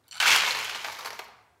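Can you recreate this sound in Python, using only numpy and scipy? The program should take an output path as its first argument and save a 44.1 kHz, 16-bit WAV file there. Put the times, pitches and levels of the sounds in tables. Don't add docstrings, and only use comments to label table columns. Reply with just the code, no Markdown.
import sys
import numpy as np
from scipy import signal
from scipy.fft import rfft, irfft
from scipy.io import wavfile
from scipy.ndimage import uniform_filter1d

SR = 44100
rng = np.random.default_rng(int(sys.argv[2]) if len(sys.argv) > 2 else 0)


def wav_out(sig):
    wavfile.write(sys.argv[1], SR, np.round(np.clip(np.atleast_2d(sig).T, -1, 1) * 32767).astype(np.int16))


N = 70560

# [f/Hz, density/dB per Hz]
HUM_SPECTRUM = [(15, -41), (35, -29.5), (60, -6), (100, 1.3), (180, -13.5), (350, -9.5), (1170, -13),
                (2430, -24.5), (7390, -27), (16200, -34)]
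# [f/Hz, t60/s]
KITCHEN_DECAY = [(200, 0.14), (600, 0.95), (1400, 0.93), (3700, 0.63), (9700, 0.41), (16000, 0.33)]
# [f/Hz, width/Hz, level/dB]
COUNTER_MODES = [(65, 31, -6.5), (106, 12, 0.2), (151, 28, -6.5), (215, 95, -7)]
# [t/s, level/dB]
SLIDE_LEVEL = [(0.038, -72.5), (.105, -68.5), (0.124, -53), (.165, -44), (0.201, -54)]
# [t/s, level/dB, centre f/Hz, t60/s]
CRUMB_PUFFS = [(0.0812, -44.5, 11400, 0.018), (.1216, -50, 12500, .012), (.1705, -50, 10460, .01),
               (0.6448, -31, 10930, 0.016), (0.671, -37, 10000, 0.0065), (1.2420, -62, 11100, .01),
               (1.2820, -52, 9800, .01), (1.426, -63.5, 10050, 0.01)]
# [t/s, level/dB, most excited f/Hz]
GLASS_TICKS = [(0.080, -50, 4020), (0.0875, -49.5, 4400), (0.1115, -31.5, 7040), (0.121, -34, 4880),
               (0.128, -29, 3620), (0.1408, -39, 6500), (0.1448, -34, 7330), (0.1535, -35, 5930),
               (0.1705, -37, 5520), (0.178, -37.5, 4410), (0.180, -31, 3000), (.195, -43.5, 5980)]
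# [f/Hz, level/dB, t60/s]
GLASS_MODES = [(1540, -11, .02), (2610, -13, .022), (2960, -13, .022), (3015, -3, .034), (4370, -3, .026),
               (4415, 0, .03), (4510, -10, .022), (5230, -18, .03), (5900, -6, .034), (7320, -9, .022),
               (7390, -3, .024), (8400, -12, .036), (9020, -19, .022)]
# [t/s, level/dB, pitch f/Hz, t60/s]
CLACK_HITS = [(0.042, -61, 3960, .012), (.0722, -52, 3930, .006), (0.2033, -11.5, 3060, 0.012),
              (0.204, -22, 1490, 0.025), (.2255, -10.5, 2320, 0.016), (.2330, -11, 1520, 0.014),
              (0.258, -10.5, 1476, 0.03), (0.2632, -13, 3160, .012), (0.2734, -13.5, 2300, .012),
              (.313, -20, 3180, .012), (.3195, -15, 2310, 0.009), (.360, -12, 2210, 0.0096),
              (0.4212, -17, 2560, 0.017), (.4620, -13.5, 3600, .01), (.4765, -17, 3220, 0.0062),
              (0.5078, -13.5, 4124, 0.013), (0.5478, -23, 4096, 0.021), (0.6946, -27, 2670, 0.01),
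              (0.713, -27, 2490, 0.0088), (0.749, -29, 2700, 0.0086), (0.758, -27.5, 4200, 0.012),
              (0.8457, -22.5, 1525, 0.014), (.9507, -27.5, 3720, 0.0062), (1.008, -26, 3700, 0.0056),
              (1.057, -32, 4470, 0.017), (1.1045, -26, 2330, 0.0075), (1.1305, -34.5, 5700, .012),
              (1.192, -31, 2094, 0.027), (1.193, -36, 1580, 0.037), (1.194, -38, 449, 0.057)]
# [t/s, level/dB, pitch f/Hz, treble/dB (flat at -20), t60/s]
DROP_HITS = [(0.201, -10.5, 1590, -21, 0.075), (0.213, -20, 1580, -6, 0.03),
             (0.225, -10, 2400, -20.5, 0.051), (0.235, -14, 1520, -30, 0.27),
             (0.274, -10, 2410, -9.5, 0.12), (0.289, -14, 3320, -36, 0.029),
             (0.295, -10.5, 2540, -21, 0.019), (0.314, -11.5, 3130, -29, 0.037),
             (0.329, -11, 1535, -27, 0.094), (0.346, -7.5, 1600, -21, 0.057),
             (0.36, -7.5, 1550, -11.5, 0.03), (0.384, -14, 2670, -13, 0.059),
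             (0.419, -13, 2580, -18, 0.025), (0.435, -14, 2370, -22, 0.017),
             (0.461, -16, 3770, -17.5, 0.11), (0.475, -17, 960, -19, 0.083),
             (0.509, -23.5, 4250, -11, 0.049), (0.548, -17, 1880, -18.5, 0.17),
             (0.589, -19.5, 2150, -14, 0.071), (0.644, -27, 2030, -12, 0.028),
             (0.695, -19, 2800, -17.5, 0.035), (0.748, -21, 2770, -24, 0.04), (0.758, -24, 940, -19, 0.051),
             (0.845, -16.5, 1550, -23, 0.037), (0.852, -22.5, 990, -34, 0.037),
             (0.866, -25.5, 1880, -19, 0.06), (0.884, -19, 1120, -25.5, 0.041),
             (0.896, -27, 910, -29.5, 0.035), (0.92, -29.5, 880, -16.5, 0.073),
             (0.987, -24, 1200, -14, 0.075), (1.008, -29, 950, -25.5, 0.021), (1.047, -24, 960, -18, 0.073),
             (1.057, -21, 1140, -12.5, 0.1), (1.071, -23, 1510, -27, 0.075),
             (1.1043, -24.5, 2360, -17, 0.028), (1.13, -30, 1130, -18, 0.037),
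             (1.191, -22, 2820, -16, 0.034), (1.1945, -22.5, 770, -30, 0.065),
             (1.217, -32, 774, -33, 0.057), (1.242, -40, 929, -7, 0.035), (1.287, -36, 855, -47, 0.049)]
# [t/s, level/dB, treble lift/dB, share on the pile/0-1]
POUR_COURSE = [(0.199, -27, 10, 0.13), (.222, -27.5, 2, 0.25), (0.252, -26, 4, 0.48), (0.266, -19, 2, 0.29),
               (.3, -19.5, 0, 0.2), (0.368, -20.5, 6, 0.38), (.4, -27.5, -10, 0.3),
               (0.461, -29.5, 1.5, 0.39), (.515, -28, -0.5, 0.38), (.535, -34.5, 2, 0.54),
               (.6, -33.5, 1.5, 0.42), (.68, -34.5, -0.5, 0.29), (.76, -38, -2, 0.58),
               (.83, -40.5, 3, 0.26), (.88, -38.5, 2, 0.82), (0.949, -44, 4.5, 0.62), (1.03, -44, 2, 0.81),
               (1.098, -49, 5, 0.98), (1.125, -44.5, 0, 0.98), (1.18, -50.5, 2, 0.65), (1.21, -54, 6, 1),
               (1.3, -64, -2, 0.95), (1.45, -74, -8, 0.99)]
# [f/Hz, gain/dB]
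FOIL_COLOUR = [(35, -58.5), (60, -34), (373, -29), (429, -24.5), (654, -11), (930, -4), (1520, -6),
               (1790, -8.5), (3070, -3), (6970, -13.5), (15100, -30), (16200, -33)]
# (f/Hz, width/Hz, gain/dB)
BARE_FLOOR = (1510, 90, 8.1)
# [f/Hz, gain/dB]
PILE_COLOUR = [(35, -51), (60, -12.5), (302, -14), (439, -4), (518, -5), (1180, -4), (3140, -14.5),
               (4360, -7.5), (8610, -25), (12800, -20.5), (16200, -31.5)]
# [f/Hz, width/Hz, gain/dB]
PAN_RESONANCES = [(435.6, 30, 6), (937, 150, 2.5), (1520, 57, -2.5), (2250, 1100, 6), (2870, 73, -1),
                  (4200, 110, 1.3)]

HUM_DB = -69
WET_DB, WET_GAP_S, TAIL_TURN_HALF_CYCLES_PER_S = -9, 0.006, 9
THRUM_DB, THRUM_FOLLOW_EXPONENT, THRUM_LAG_S = -55, 0.54, 0.029
SLIPS_PER_S, SLIDE_TOP_HZ, SLIDE_DULL_DB = 1400, 2600, -9
TICK_RING_DB, TICK_CLICK_DB, TICK_SPREAD_DB = -5, -7, 2
TICK_FOCUS_DB = 6
TICK_RISE_S, TICK_CLICK_T20_S, TICK_ROUGHNESS = 0.0006, 0.003, 0.3
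CLICK_LOW_HZ, CLICK_TOP_HZ = 900, 9300
CLACK_DETUNE, CLACK_PARTNER_GAIN, CLACK_RISE_S = 0.13, 0.37, 0.00062
SPIKE_DB, SNAP_DB, SNAP_T60_S, CRUNCH_RISE_S, RING_BANDWIDTH_RATIO = 3.5, -5.5, 0.0012, 0.0009, 0.18
DROP_RING_DB, DROP_CREST_DB = -14, 10
PIECES_PER_S, PIECE_SIZE_DB, GRAIN_KINDS = 2400, 2.5, 30
GRAIN_T60_S, GRAIN_RING_DB, TREBLE_HZ = 0.013, -9.5, 5000
BODY_HZ, BODY_START_DB, BODY_RISE_S = 1200, -6, 0.07
HITS_LOW_HZ, MIC_LOW_HZ, BAND_EDGE_HZ, CEILING = 239, 58, 15850, 0.45


def gain_of(db):
    return 10 ** (np.asarray(db) / 20)


def evened(x):
    return x / np.sqrt(np.mean(x ** 2) + 1e-20)


def read(points, hz):
    f, value = np.transpose(points)
    return np.interp(np.log(hz + 1), np.log(f + 1), value)


def add(mix, t_s, sound):
    part = mix[round(t_s * SR):][:len(sound)]
    part += sound[:len(part)]


def highpass(x, hz, order):
    return signal.sosfilt(signal.butter(order, hz, "high", fs=SR, output="sos"), x)


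def colour(x, shape_db):
    hz = abs(np.fft.fftfreq(4096, 1 / SR))
    log_gain = np.maximum(shape_db(hz), -100) * np.log(10) / 20
    spectrum = np.exp(np.conj(signal.hilbert(log_gain)))
    taps = np.fft.ifft(spectrum).real[:2048]
    return signal.oaconvolve(x, taps)[:len(x)]


def shaped_noise(gain):
    return evened(irfft(rfft(rng.standard_normal(N)) * gain, N))


def hum():
    hz = np.fft.rfftfreq(N, 1 / SR)
    return gain_of(HUM_DB) * shaped_noise(gain_of(read(HUM_SPECTRUM, hz)))


def kitchen(x):
    out = np.zeros(N)
    turn = np.arange(N) / SR * TAIL_TURN_HALF_CYCLES_PER_S
    gap = np.zeros(round(WET_GAP_S * SR))
    for k in range(3):
        hz, t, bands = signal.stft(rng.standard_normal(SR), SR, nperseg=256)
        fall = gain_of(-60 * t / read(KITCHEN_DECAY, hz)[:, None])
        tail = signal.istft(bands * fall, SR, nperseg=256)[1]
        tail = np.r_[gap, tail / np.linalg.norm(tail)]
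        feed = np.sqrt(2 / 3) * np.cos(np.pi * (turn + k / 3))
        out += signal.fftconvolve(x * feed, tail)[:N]
    return out


def thrum(near):
    hz = np.fft.rfftfreq(N, 1 / SR)
    modes = sum(gain_of(db) / (1 + (2 * (hz - f) / width) ** 2) for f, width, db in COUNTER_MODES)
    lag = np.arange(N) / (THRUM_LAG_S * SR)
    energy = abs(signal.fftconvolve(near ** 2, lag * np.exp(-lag))[:N])
    follow = (energy / energy.max()) ** (THRUM_FOLLOW_EXPONENT / 2)
    return gain_of(THRUM_DB) * follow * shaped_noise(modes)


def slide():
    slips = rng.standard_normal(N) * (rng.random(N) < SLIPS_PER_S / SR)
    scrape = rng.standard_normal(300) * gain_of(-np.arange(300) / 6)
    raw = signal.oaconvolve(slips, scrape)[:N]

    def shape_db(f):
        low_cut_db = -10 * np.log10(1 + (1400 / (f + 1)) ** 4)
        dull_db = SLIDE_DULL_DB / (1 + (SLIDE_TOP_HZ / (f + 1)) ** 4)
        return read(FOIL_COLOUR, f) + low_cut_db + dull_db

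    t_s, db = np.transpose(SLIDE_LEVEL)
    level_db = np.interp(np.arange(N) / SR, t_s, db, left=-140, right=-140)
    return evened(colour(raw, shape_db)) * gain_of(level_db)


def crumbs():
    out, t = np.zeros(N), np.arange(1000) / SR
    for t_s, db, hz, t60_s in CRUMB_PUFFS:
        sos = signal.butter(2, [0.8 * hz, 1.25 * hz], "band", fs=SR, output="sos")
        band = signal.sosfilt(sos, rng.standard_normal(1000))
        add(out, t_s, gain_of(db - 60 * t / t60_s) * evened(band) / 2)
    return out


def glass():
    out, t = np.zeros(N), np.arange(2000) / SR
    hz, mode_db, t60_s = np.transpose(GLASS_MODES)[:, :, None]

    def click_db(f):
        top_db = -10 * np.log10(1 + (f / CLICK_TOP_HZ) ** 10)
        return top_db - 10 * np.log10(1 + (CLICK_LOW_HZ / (f + 1)) ** 6)

    for t_s, db, centre_hz in GLASS_TICKS:
        draw = rng.standard_normal((len(hz), 2 + len(t)))
        spread_db, phase, noise = TICK_SPREAD_DB * draw[:, :1], 2 * draw[:, 1:2], draw[:, 2:]
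        focus_db = -TICK_FOCUS_DB * np.log2(hz / centre_hz) ** 2
        mix = gain_of(mode_db + focus_db + spread_db - 60 * t / t60_s)
        chatter = 1 + TICK_ROUGHNESS * evened(uniform_filter1d(noise, size=60, axis=1))
        modes = mix * chatter * np.sin(2 * np.pi * hz * t + phase)
        ring = np.minimum(t / TICK_RISE_S, 1) * modes.sum(0)
        click = colour(noise[0] * gain_of(-20 * t / TICK_CLICK_T20_S), click_db)
        click /= abs(click).max()
        add(out, t_s, gain_of(db + TICK_RING_DB) * ring + gain_of(db + TICK_CLICK_DB) * click)
    return out


def clacks():
    out, t = np.zeros(N), np.arange(1500) / SR
    for t_s, db, hz, t60_s in CLACK_HITS:
        detune, phase = rng.standard_normal(2)
        partner = np.sin(2 * np.pi * hz * (1 + CLACK_DETUNE * detune) * t + phase)
        pair = np.sin(2 * np.pi * hz * t) + CLACK_PARTNER_GAIN * partner
        add(out, t_s, gain_of(db - 60 * t / t60_s) * np.minimum(t / CLACK_RISE_S, 1) * pair)
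    return out


def pan_db(hz):
    return sum(db / (1 + (2 * (hz - f) / width) ** 2) for f, width, db in PAN_RESONANCES)


def foil_db(hz):
    f, width, db = BARE_FLOOR
    return read(FOIL_COLOUR, hz) + db / (1 + (2 * (hz - f) / width) ** 2)


def crunch(noise, hz, t60_s, ring_db):
    t = np.arange(len(noise)) / SR
    spikes = evened(uniform_filter1d(noise[::-1], size=30))
    crackle = evened(noise * gain_of(SPIKE_DB * spikes))
    b, a = signal.iirpeak(hz, 1 / RING_BANDWIDTH_RATIO, SR)
    both = crackle + gain_of(ring_db) * evened(signal.lfilter(b, a, crackle))
    fall = gain_of(-60 * t / t60_s) + gain_of(SNAP_DB - 60 * t / SNAP_T60_S)
    return evened(both) * np.minimum(t / CRUNCH_RISE_S, 1) * fall


def drops():
    out = np.zeros(N)
    pour_t_s, _, _, pile_share = np.transpose(POUR_COURSE)
    for t_s, db, hz, treble_db, t60_s in DROP_HITS:
        on_pile = np.interp(t_s, pour_t_s, pile_share)

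        def shape_db(f):
            surface_db = (1 - on_pile) * foil_db(f) + on_pile * read(PILE_COLOUR, f)
            return surface_db + pan_db(f) + (treble_db + 20) / (1 + (TREBLE_HZ / (f + 1)) ** 4)

        hit = colour(crunch(rng.standard_normal(3000), hz, t60_s, DROP_RING_DB), shape_db)
        loudest_rms = np.sqrt(np.max(uniform_filter1d(hit ** 2, size=100)))
        add(out, t_s, gain_of(db - DROP_CREST_DB) * hit / loudest_rms)
    return out


def stream():
    t = np.arange(N) / SR
    pour_t_s, level_db, lift_db, pile_share = np.transpose(POUR_COURSE)
    size = gain_of(PIECE_SIZE_DB * np.minimum(rng.exponential(1, N), 4))
    landings = size * (rng.random(N) < PIECES_PER_S / SR)
    kind, raw = rng.integers(0, GRAIN_KINDS, N), np.zeros(N)
    for k, hz in enumerate(np.geomspace(700, 9000, GRAIN_KINDS)):
        noise = rng.standard_normal(1500)
        grain = crunch(noise, hz, GRAIN_T60_S * rng.uniform(0.65, 1.64), GRAIN_RING_DB)
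        raw += signal.oaconvolve(landings * (kind == k), grain)[:N]
    on_foil = evened(colour(raw, lambda f: foil_db(f) + pan_db(f)))
    on_pile = evened(colour(raw, lambda f: read(PILE_COLOUR, f) + pan_db(f)))
    share = np.interp(t, pour_t_s, pile_share)
    pour = (1 - share) * on_foil + share * on_pile
    lift = gain_of(np.interp(t, pour_t_s, lift_db)) - 1
    pour = pour + lift * highpass(pour, TREBLE_HZ, 2)
    started = t > DROP_HITS[0][0]
    return pour * started * gain_of(np.interp(t, pour_t_s, level_db, right=-140))


def scene():
    load = stream() + drops() + clacks()
    body = signal.filtfilt(*signal.butter(2, BODY_HZ, fs=SR), load)
    filled = np.clip((np.arange(N) / SR - DROP_HITS[0][0]) / BODY_RISE_S, 0, 1)
    load = load + (gain_of(BODY_START_DB * (1 - filled)) - 1) * body
    near = highpass(glass() + slide() + crumbs() + load, HITS_LOW_HZ, 3)
    return (near + gain_of(WET_DB) * kitchen(near) + thrum(near) + hum())[None]


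def record(dry):
    rounded = CEILING * np.tanh(dry / CEILING)
    lean = highpass(rounded, MIC_LOW_HZ, 3)
    taps = signal.firwin(511, BAND_EDGE_HZ, window=("kaiser", 9), fs=SR)
    return signal.oaconvolve(lean, taps[None], "same")


dry = scene()
out = record(dry)
wav_out(out)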